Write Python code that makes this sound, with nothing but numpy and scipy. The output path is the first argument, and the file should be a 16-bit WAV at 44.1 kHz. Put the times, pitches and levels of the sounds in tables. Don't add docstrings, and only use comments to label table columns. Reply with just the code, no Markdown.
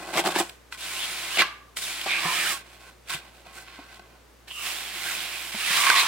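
import sys
import numpy as np
from scipy import signal
from scipy.fft import rfft, irfft
from scipy.io import wavfile
from scipy.ndimage import uniform_filter1d

SR = 44100
rng = np.random.default_rng(int(sys.argv[2]) if len(sys.argv) > 2 else 0)


def file_out(sig):
    cols = np.atleast_2d(sig).T
    lim = np.clip(cols, -1, 1)
    pcm = np.round(lim * 32767).astype(np.int16)
    wavfile.write(sys.argv[1], SR, pcm)


N = 267685
TIME = np.arange(N) / SR

# (f/Hz, level/dB)
RASP_SPECTRUM = [(50, -64.5), (150, -35.5), (600, -14), (1100, -7), (1750, -1.5), (2250, 2), (2900, 1.5),
                 (3600, 1.5), (4500, -2.5), (6000, -11), (9000, -25), (16000, -48.5)]
# (f/Hz, level/dB)
HISS_SPECTRUM = [(1000, -48.5), (4000, -2.5), (5200, 3.5), (6300, 0.5), (7700, 4), (9400, 1.5),
                 (11500, -3.5), (15500, -6.5)]
# (f/Hz, level/dB)
FORM_SPECTRUM = [(70, -46), (120, -21.5), (175, 3), (250, -10), (345, 6), (450, -7), (570, -0.5), (740, 7),
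                 (900, 0), (1300, -6), (3000, -37)]
# (f/Hz, width/Hz, level/dB)
BLADE_MODES = [(1128, 38, 1), (1430, 120, -8), (1581, 89, -0.5), (2074, 41, -2), (2590, 69, -3.5),
               (2940, 22, -21.5), (3480, 47, -32.5), (4300, 330, -13)]

USUAL_DB = -33.5
BEND = 0.96
SWEEP_GRIT_DB, SHOVE_GRIT_DB = 2, 4.5


def amp(db):
    return 10 ** (np.asarray(db) / 20)


def unit(x):
    return x / np.sqrt(np.mean(x ** 2) + 1e-20)


def read(points, hz):
    f, value = np.transpose(points)
    return np.interp(np.log(hz + 1), np.log(f + 1), value)


def add(mix, s, sound):
    part = mix[..., max(round(s * SR), 0):][..., :sound.shape[-1]]
    part += sound[..., :part.shape[-1]]


def through(x, response):
    return signal.oaconvolve(x, np.atleast_2d(response), axes=1)[:, :x.shape[1]]


def colour(points, size=4096):
    log_gain = np.log(amp(read(points, abs(np.fft.fftfreq(size, 1 / SR)))))
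    minimum_phase = np.exp(np.conj(signal.hilbert(log_gain)))
    response = np.fft.ifft(minimum_phase).real[:size // 2]
    return response / np.linalg.norm(response)


def wander(rate_hz):
    hz = np.fft.rfftfreq(N, 1 / SR)
    return unit(irfft(rfft(rng.standard_normal(N)) / (1 + (hz / rate_hz) ** 2), N))


def resonate(x, hz, width_hz):
    turn = np.exp(2j * np.pi * np.cumsum(hz) / SR)
    r = np.exp(-np.pi * width_hz / SR)
    return (turn * signal.lfilter([1 - r, 1 - r], [1, -r], x / turn)).real


def steady(x):
    return x / np.sqrt(abs(uniform_filter1d(x[0] ** 2, size=800)) + 1e-9)


def scrape():
    # (form rumble re rasp level/dB, steel ring re rasp level/dB, hiss centre f/Hz,
    #                         curve of (t/s, rasp level/dB, hiss re rasp level/dB))
    sweep_strokes = [(-12.5, -8, 9800, [(0.775, -48, -4), (0.813, -37.5, -5.5), (0.953, -35, -5),
                     (1.037, -32, -7), (1.069, -35, -5.5), (1.301, -35.5, -7), (1.37, -30.5, -6)]),
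                     (-14, -10, 9800, [(1.77, -33, -1.5), (1.808, -41, -1), (1.824, -34, -2),
                     (2.022, -36.5, -8), (2.05, -37, -4.5)]), (-9.5, -2.5, 8600, [(2.06, -32, -10),
                     (2.106, -31.5, -10), (2.144, -32.5, -11), (2.354, -29.5, -6), (2.378, -30, -5.5),
                     (2.504, -30, -4), (2.536, -35, 0), (2.62, -53.5, -7.5)]),
                     (-11, -10.5, 13000, [(4.48, -43, -11), (4.52, -56, 3), (4.536, -56.5, 6),
                     (4.672, -32.5, -5), (4.702, -35, -4), (4.906, -38.5, -8), (5.104, -33, -5),
                     (5.268, -36, -8), (5.51, -40, -4)]), (-16.5, -10, 9800, [(5.52, -36.5, -7.5),
                     (5.77, -22.5, -8), (5.8, -25, -5), (5.908, -23, -9), (5.948, -28, -6),
                     (5.96, -19, -12.5), (6.002, -22, -7.5), (6.06, -29.5, -7), (6.07, -23, -14)])]
    # (start t/s, length t/s, rasp level/dB, then re rasp: hiss level/dB,
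    #                         form rumble level/dB, steel ring level/dB)
    shove_strokes = [(0.0, 0.12, -48, -4, 10, 6), (0.141, 0.038, -34, -8.5, 4.5, 0.5),
                     (0.171, 0.028, -27.5, -6.5, 5, -1), (0.255, 0.032, -33, -4, 10, -2),
                     (0.303, 0.019, -36, -7, -1, 0), (0.354, 0.048, -32, -6.5, 4.5, 2.5),
                     (0.388, 0.013, -33.5, 4.5, 3.5, -3), (0.725, 0.025, -46, -4, -22, 2),
                     (1.389, 0.026, -20.5, -17, -8, -2.5), (2.668, 0.086, -56.5, -6.5, 0.5, 0.5),
                     (2.811, 0.076, -54.5, -6.5, -0.5, 2), (3.102, 0.045, -33.5, -7, -14, -1.5),
                     (3.187, 0.1, -57.5, -10, 2.5, 1), (3.343, 0.063, -59, -7, 0, -1),
                     (3.458, 0.054, -57, -10, 6, 5), (3.549, 0.061, -49.5, -3, -0.5, 2.5),
                     (3.67, 0.13, -51.5, -13.5, -5, 1.5), (3.834, 0.079, -59, -9, 0, 7),
                     (3.923, 0.044, -53, -9, -4, -1), (4.014, 0.14, -66.5, -14, 8.5, 6)]
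    sweeps = sum(sweep(form, ring, curve) for form, ring, hz, curve in sweep_strokes)
    shoves = sum(shove(*row) for row in shove_strokes)
    sheen_hz = np.full(N, 8200.0)
    for *_, hz, curve in sweep_strokes:
        sheen_hz[(TIME > curve[0][0]) & (TIME < curve[-1][0])] = hz
    rasp_gain, hiss_gain, form_gain, ring_gain = np.sqrt(sweeps + shoves + 1e-12)

    shove_share = shoves[0] / rasp_gain ** 2
    spread_db = SWEEP_GRIT_DB + (SHOVE_GRIT_DB - SWEEP_GRIT_DB) * shove_share
    judder = np.tanh(wander(rate_hz=42))
    drag = amp(.4 * spread_db * judder)
    grit = grains(per_s=6000, spread_db=spread_db)
    fines = grains(per_s=17000, spread_db=spread_db)

    rasp = through(grit, colour(RASP_SPECTRUM))
    chatter_hz = 2570 * np.exp(.25 * wander(rate_hz=5))
    chatter = resonate(rasp, chatter_hz, width_hz=110)
    catching = amp(5 * wander(rate_hz=16))
    sand = amp(0.7) * drag * rasp_gain * steady(rasp + amp(-2.5) * catching * chatter)

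    fizz = through(0.33 * grit + 1.3 * fines, colour(HISS_SPECTRUM))
    sheen = resonate(fizz, sheen_hz, width_hz=1100)
    film = amp(4.0) * drag * hiss_gain * steady(fizz + 0.31 * sheen)

    stones = grains(per_s=1700, spread_db=spread_db)
    form = amp(-2.5) * through(drag * form_gain * stones, colour(FORM_SPECTRUM))

    pressure_db = np.maximum(20 * np.log10(rasp_gain) - USUAL_DB, 0)
    bend = (BEND + 0.05 * pressure_db) * np.exp(.012 * wander(rate_hz=7))
    steel_grains = grains(per_s=3000, spread_db=spread_db)
    steel = amp(-1.0) * blade(drag * ring_gain * steel_grains, bend)
    return sand + film + form + steel


def sweep(form_db, ring_db, points):
    form_slope, ring_slope = -0.16, 0.16
    s, rasp_db, hiss_db = np.transpose(points)
    rasp_db, hiss_db = np.interp(TIME, s, rasp_db), np.interp(TIME, s, hiss_db)
    pressure_db = rasp_db - USUAL_DB
    tilt = np.clip((TIME - s[0]) / (s[-1] - s[0]), 0, 1) ** 5
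    rumble_db = form_db + form_slope * pressure_db
    steel_db = ring_db + ring_slope * pressure_db + 5 * tilt
    layers_db = [np.zeros(N), hiss_db, rumble_db, steel_db]
    touch = contact(s[0], s[-1], attack_db_per_s=2400, release_db_per_s=904)
    return amp(rasp_db + layers_db) ** 2 * touch


def shove(start, length, db, hiss_db, form_db, ring_db):
    end = start + length
    attack, release = 30 / length, 22.5 / length
    push = contact(start, end, attack, release)
    crumbling = contact(end, end, attack, release_db_per_s=171)
    power = push + amp(-11) ** 2 * crumbling
    return np.outer(amp(db + np.array([0, hiss_db, form_db, ring_db])) ** 2, power)


def contact(start, end, attack_db_per_s, release_db_per_s):
    before, after = np.maximum(start - TIME, 0), np.maximum(TIME - end, 0)
    return amp(-attack_db_per_s * before - release_db_per_s * after) ** 2


def grains(per_s, spread_db):
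    sizes = amp(spread_db * np.minimum(rng.exponential(1, N), 4))
    slips = rng.random(N) < per_s / SR
    return steady(rng.choice([-1, 1], (2, N)) * sizes * slips)


def blade(x, bend):
    ring = sum(amp(db) * resonate(x, hz * bend, width) for hz, width, db in BLADE_MODES)
    power = sum(np.pi * width * amp(db) ** 2 for hz, width, db in BLADE_MODES) / SR
    return ring / np.sqrt(power)


def squeaks():
    # (middle t/s, length t/s, middle f/Hz, level/dB)
    squeaks_and_rings = [(1.029, 0.08, 3220, -33), (1.4, 0.024, 2260, -17.5), (1.421, 0.027, 1590, -24.5),
                         (2.115, 0.067, 3470, -29.5), (2.135, 0.15, 2340, -25), (2.284, 0.17, 1010, -33),
                         (2.387, 0.1, 2300, -30), (2.455, 0.07, 1600, -29.5), (4.515, 0.035, 2920, -41),
                         (4.63, 0.29, 2790, -38), (4.63, 0.21, 1190, -44.5), (5.08, 0.12, 1520, -37),
                         (5.21, 0.17, 3450, -41), (5.36, 0.27, 2410, -41), (5.9, 0.2, 2200, -27),
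                         (5.922, 0.49, 1090, -26), (5.998, 0.067, 3900, -23)]
    out, grit = np.zeros((2, N)), grains(per_s=6000, spread_db=SWEEP_GRIT_DB)
    for s, length, hz, db in squeaks_and_rings:
        now = abs(TIME - s) < length / 2
        t = TIME[now] - s
        glide = hz * np.exp(-0.28 * t)
        core = resonate(grit[:, now], glide, width_hz=0.17 * hz)
        note = resonate(core, glide, width_hz=0.28 * hz)
        out[:, now] += amp(db) * np.cos(np.pi * t / length) * unit(note)
    return out


def clicks(size=4096):
    # (t/s, peak level/dB, form knock level/dB, blade ring level/dB)
    stone_clicks = [(0.163, -17, -9, -16), (0.239, -18, -3, -12), (0.259, -14, -25, -9),
                    (0.269, -8, -7.5, -21), (0.359, -12, -2, -27), (0.387, -15, -2, -32),
                    (0.402, -30, -10, -4), (0.494, -27, -24, -29), (0.724, -24, -36, -2),
                    (1.372, -12.5, -18, -20), (1.392, -10, -17, -7), (1.419, -5, -26, -3),
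                    (1.769, -21, -34, -13), (2.013, -17.5, -22, -19), (2.061, -36, 0, -4),
                    (3.462, -38, -3, -12.5), (3.994, -33.5, 11.5, 19), (4.51, -29.5, -35, -7),
                    (5.867, -8.5, -37, 25), (5.899, -3, -39, 20), (5.958, -22, -35, 8)]
    out, t = np.zeros((2, N)), np.arange(size) / SR
    rasp, hiss, form = colour(RASP_SPECTRUM), colour(HISS_SPECTRUM), colour(FORM_SPECTRUM)
    noises = rng.standard_normal((len(stone_clicks), 2, size))
    for (s, db, form_db, ring_db), crumbs in zip(stone_clicks, noises):
        blow = (1 - np.exp(-t / 0.000656)) * np.exp(-t / 0.0034) * crumbs
        tick = through(blow, rasp) + amp(-7.0) * through(blow, hiss)
        knock = amp(form_db + 11.5) * through(blow, form)
        steel = amp(ring_db + 4.5) * blade(blow, np.full(size, BEND))
        hit = tick + knock + steel
        add(out, s, amp(db + 1.14) * hit / abs(hit).max())
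    return out


def free_rings(size=24000):
    # (t/s, level/dB)
    ring_starts = [(0.725, -62), (1.424, -36.5)]
    out, t = np.zeros((2, N)), np.arange(size) / SR
    noises = rng.standard_normal((len(ring_starts), 2, size))
    for (s, level_db), shiver in zip(ring_starts, noises):
        for hz, width, db in BLADE_MODES:
            t60 = 0.57 * (BLADE_MODES[0][0] / hz) ** 0.6
            tone = unit(resonate(shiver, np.full(size, hz * 1.035), width_hz=51))
            add(out, s, amp(level_db + db - 60 * t / t60) * tone)
    return out


def thuds(size=12000):
    # (t/s, level/dB, f/Hz, time to fall by 60 dB t/s)
    soft_thuds = [(0.402, -30, 341, 0.099), (2.06, -31, 772, 0.063), (2.252, -35.5, 168, 0.13),
                  (3.146, -40.5, 150, 0.069), (3.788, -43, 282, 0.058), (5.544, -38.5, 213, 0.073),
                  (5.704, -39.5, 186, 0.046)]
    out, t = np.zeros((2, N)), np.arange(size) / SR
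    form = colour(FORM_SPECTRUM)
    noises = rng.standard_normal((len(soft_thuds), 2, size))
    for (s, db, hz, t60), noise in zip(soft_thuds, noises):
        fade = amp(db - 60 * t / t60) * (1 - np.exp(-t / .002))
        bump = amp(9.0) * np.sin(2 * np.pi * hz * t)
        puff = amp(5) * through(noise, form)
        add(out, s, fade * (bump + puff))
    return out


def space(x):
    # (f/Hz, share)
    scatter_share = [(200, 0.002), (600, 0.011), (1200, 0.077), (2200, 0.11), (4200, 0.31), (12000, 0.76)]
    # (f/Hz, level/dB)
    ear_balance = [(300, 0.5), (1200, -2), (2500, -5.5), (4500, -2), (8000, -4), (13000, -8.5)]
    # (t/s, place from 0 = straight ahead to 1 = far right)
    trowel_path = [(0.0, 0.24), (0.4, 0.31), (0.8, 0.13), (1.35, 0.48), (1.95, 0.21), (2.45, 0.87),
                   (3.7, 0.63), (4.55, 0.81), (5.45, 1.0), (6.0, 0.48)]
    # (f/Hz, t/s)
    echo_decay = [(150, 0.61), (500, 0.35), (1400, 0.48), (3700, 0.41), (10000, 0.11)]
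    hz = np.fft.rfftfreq(N, 1 / SR)
    share = np.clip(read(scatter_share, hz), 0, .5)
    direct, scattered = rfft(x) * np.sqrt([1 - share, share])
    late = np.exp(-2j * np.pi * hz * 3.8e-5)
    ears = np.array([(direct + scattered) * late, direct - scattered])
    near_share = 0.68
    tilt_db = np.outer([1 - near_share, -near_share], read(ear_balance, hz))
    ahead, far_right = irfft(ears, N), irfft(ears * amp(tilt_db), N)
    place = np.interp(TIME, *np.transpose(trowel_path))
    near = amp(-0.55) * ((1 - place) * ahead + place * far_right)
    body = signal.sosfilt(signal.butter(1, 700, "high", fs=SR, output="sos"), near)
    return near + amp(-18.5) * through(body, reflections(start_s=.007, t60=echo_decay))


def reflections(start_s, t60, size=20000):
    taps = rng.choice([-1., 1.], (2, size)) * (rng.random((2, size)) < .2)
    hz, t, bands = signal.stft(taps, SR, nperseg=128)
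    fade = amp(-60 * t / read(t60, hz)[:, None])
    tail = signal.istft(bands * fade, SR)[1]
    tail = np.pad(tail, ((0, 0), (round(start_s * SR), 0)))
    return tail / np.linalg.norm(tail, axis=1, keepdims=True)


def background():
    # (f/Hz, rms level/dB)
    hum_tones = [(58.7, -59.5), (118.5, -69)]
    # (f/Hz, relative level/dB)
    rush_spectrum = [(25, -34.5), (50, -18.5), (100, -4), (170, -6), (260, -3.5), (450, -2), (700, -7),
                     (1500, -9.5), (3000, -14.5), (7000, -19.5), (15800, -26)]
    hum = 0
    for hz, db in hum_tones:
        hum = hum + np.sqrt(2) * amp(db) * np.sin(2 * np.pi * (hz * TIME + rng.random()))
    rush = through(rng.standard_normal((3, N)), colour(rush_spectrum))
    return hum + amp(-59.8) * (rush[0] + 1.19 * rush[1:])


def scene():
    trowel = scrape() + squeaks() + free_rings() + clicks() + thuds()
    return space(trowel) + background()


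def record(dry):
    low_pass = signal.firwin(511, 15950, window=("kaiser", 9), fs=SR)
    return signal.oaconvolve(dry, low_pass[None], "same")


dry = scene()
out = record(dry)
file_out(out)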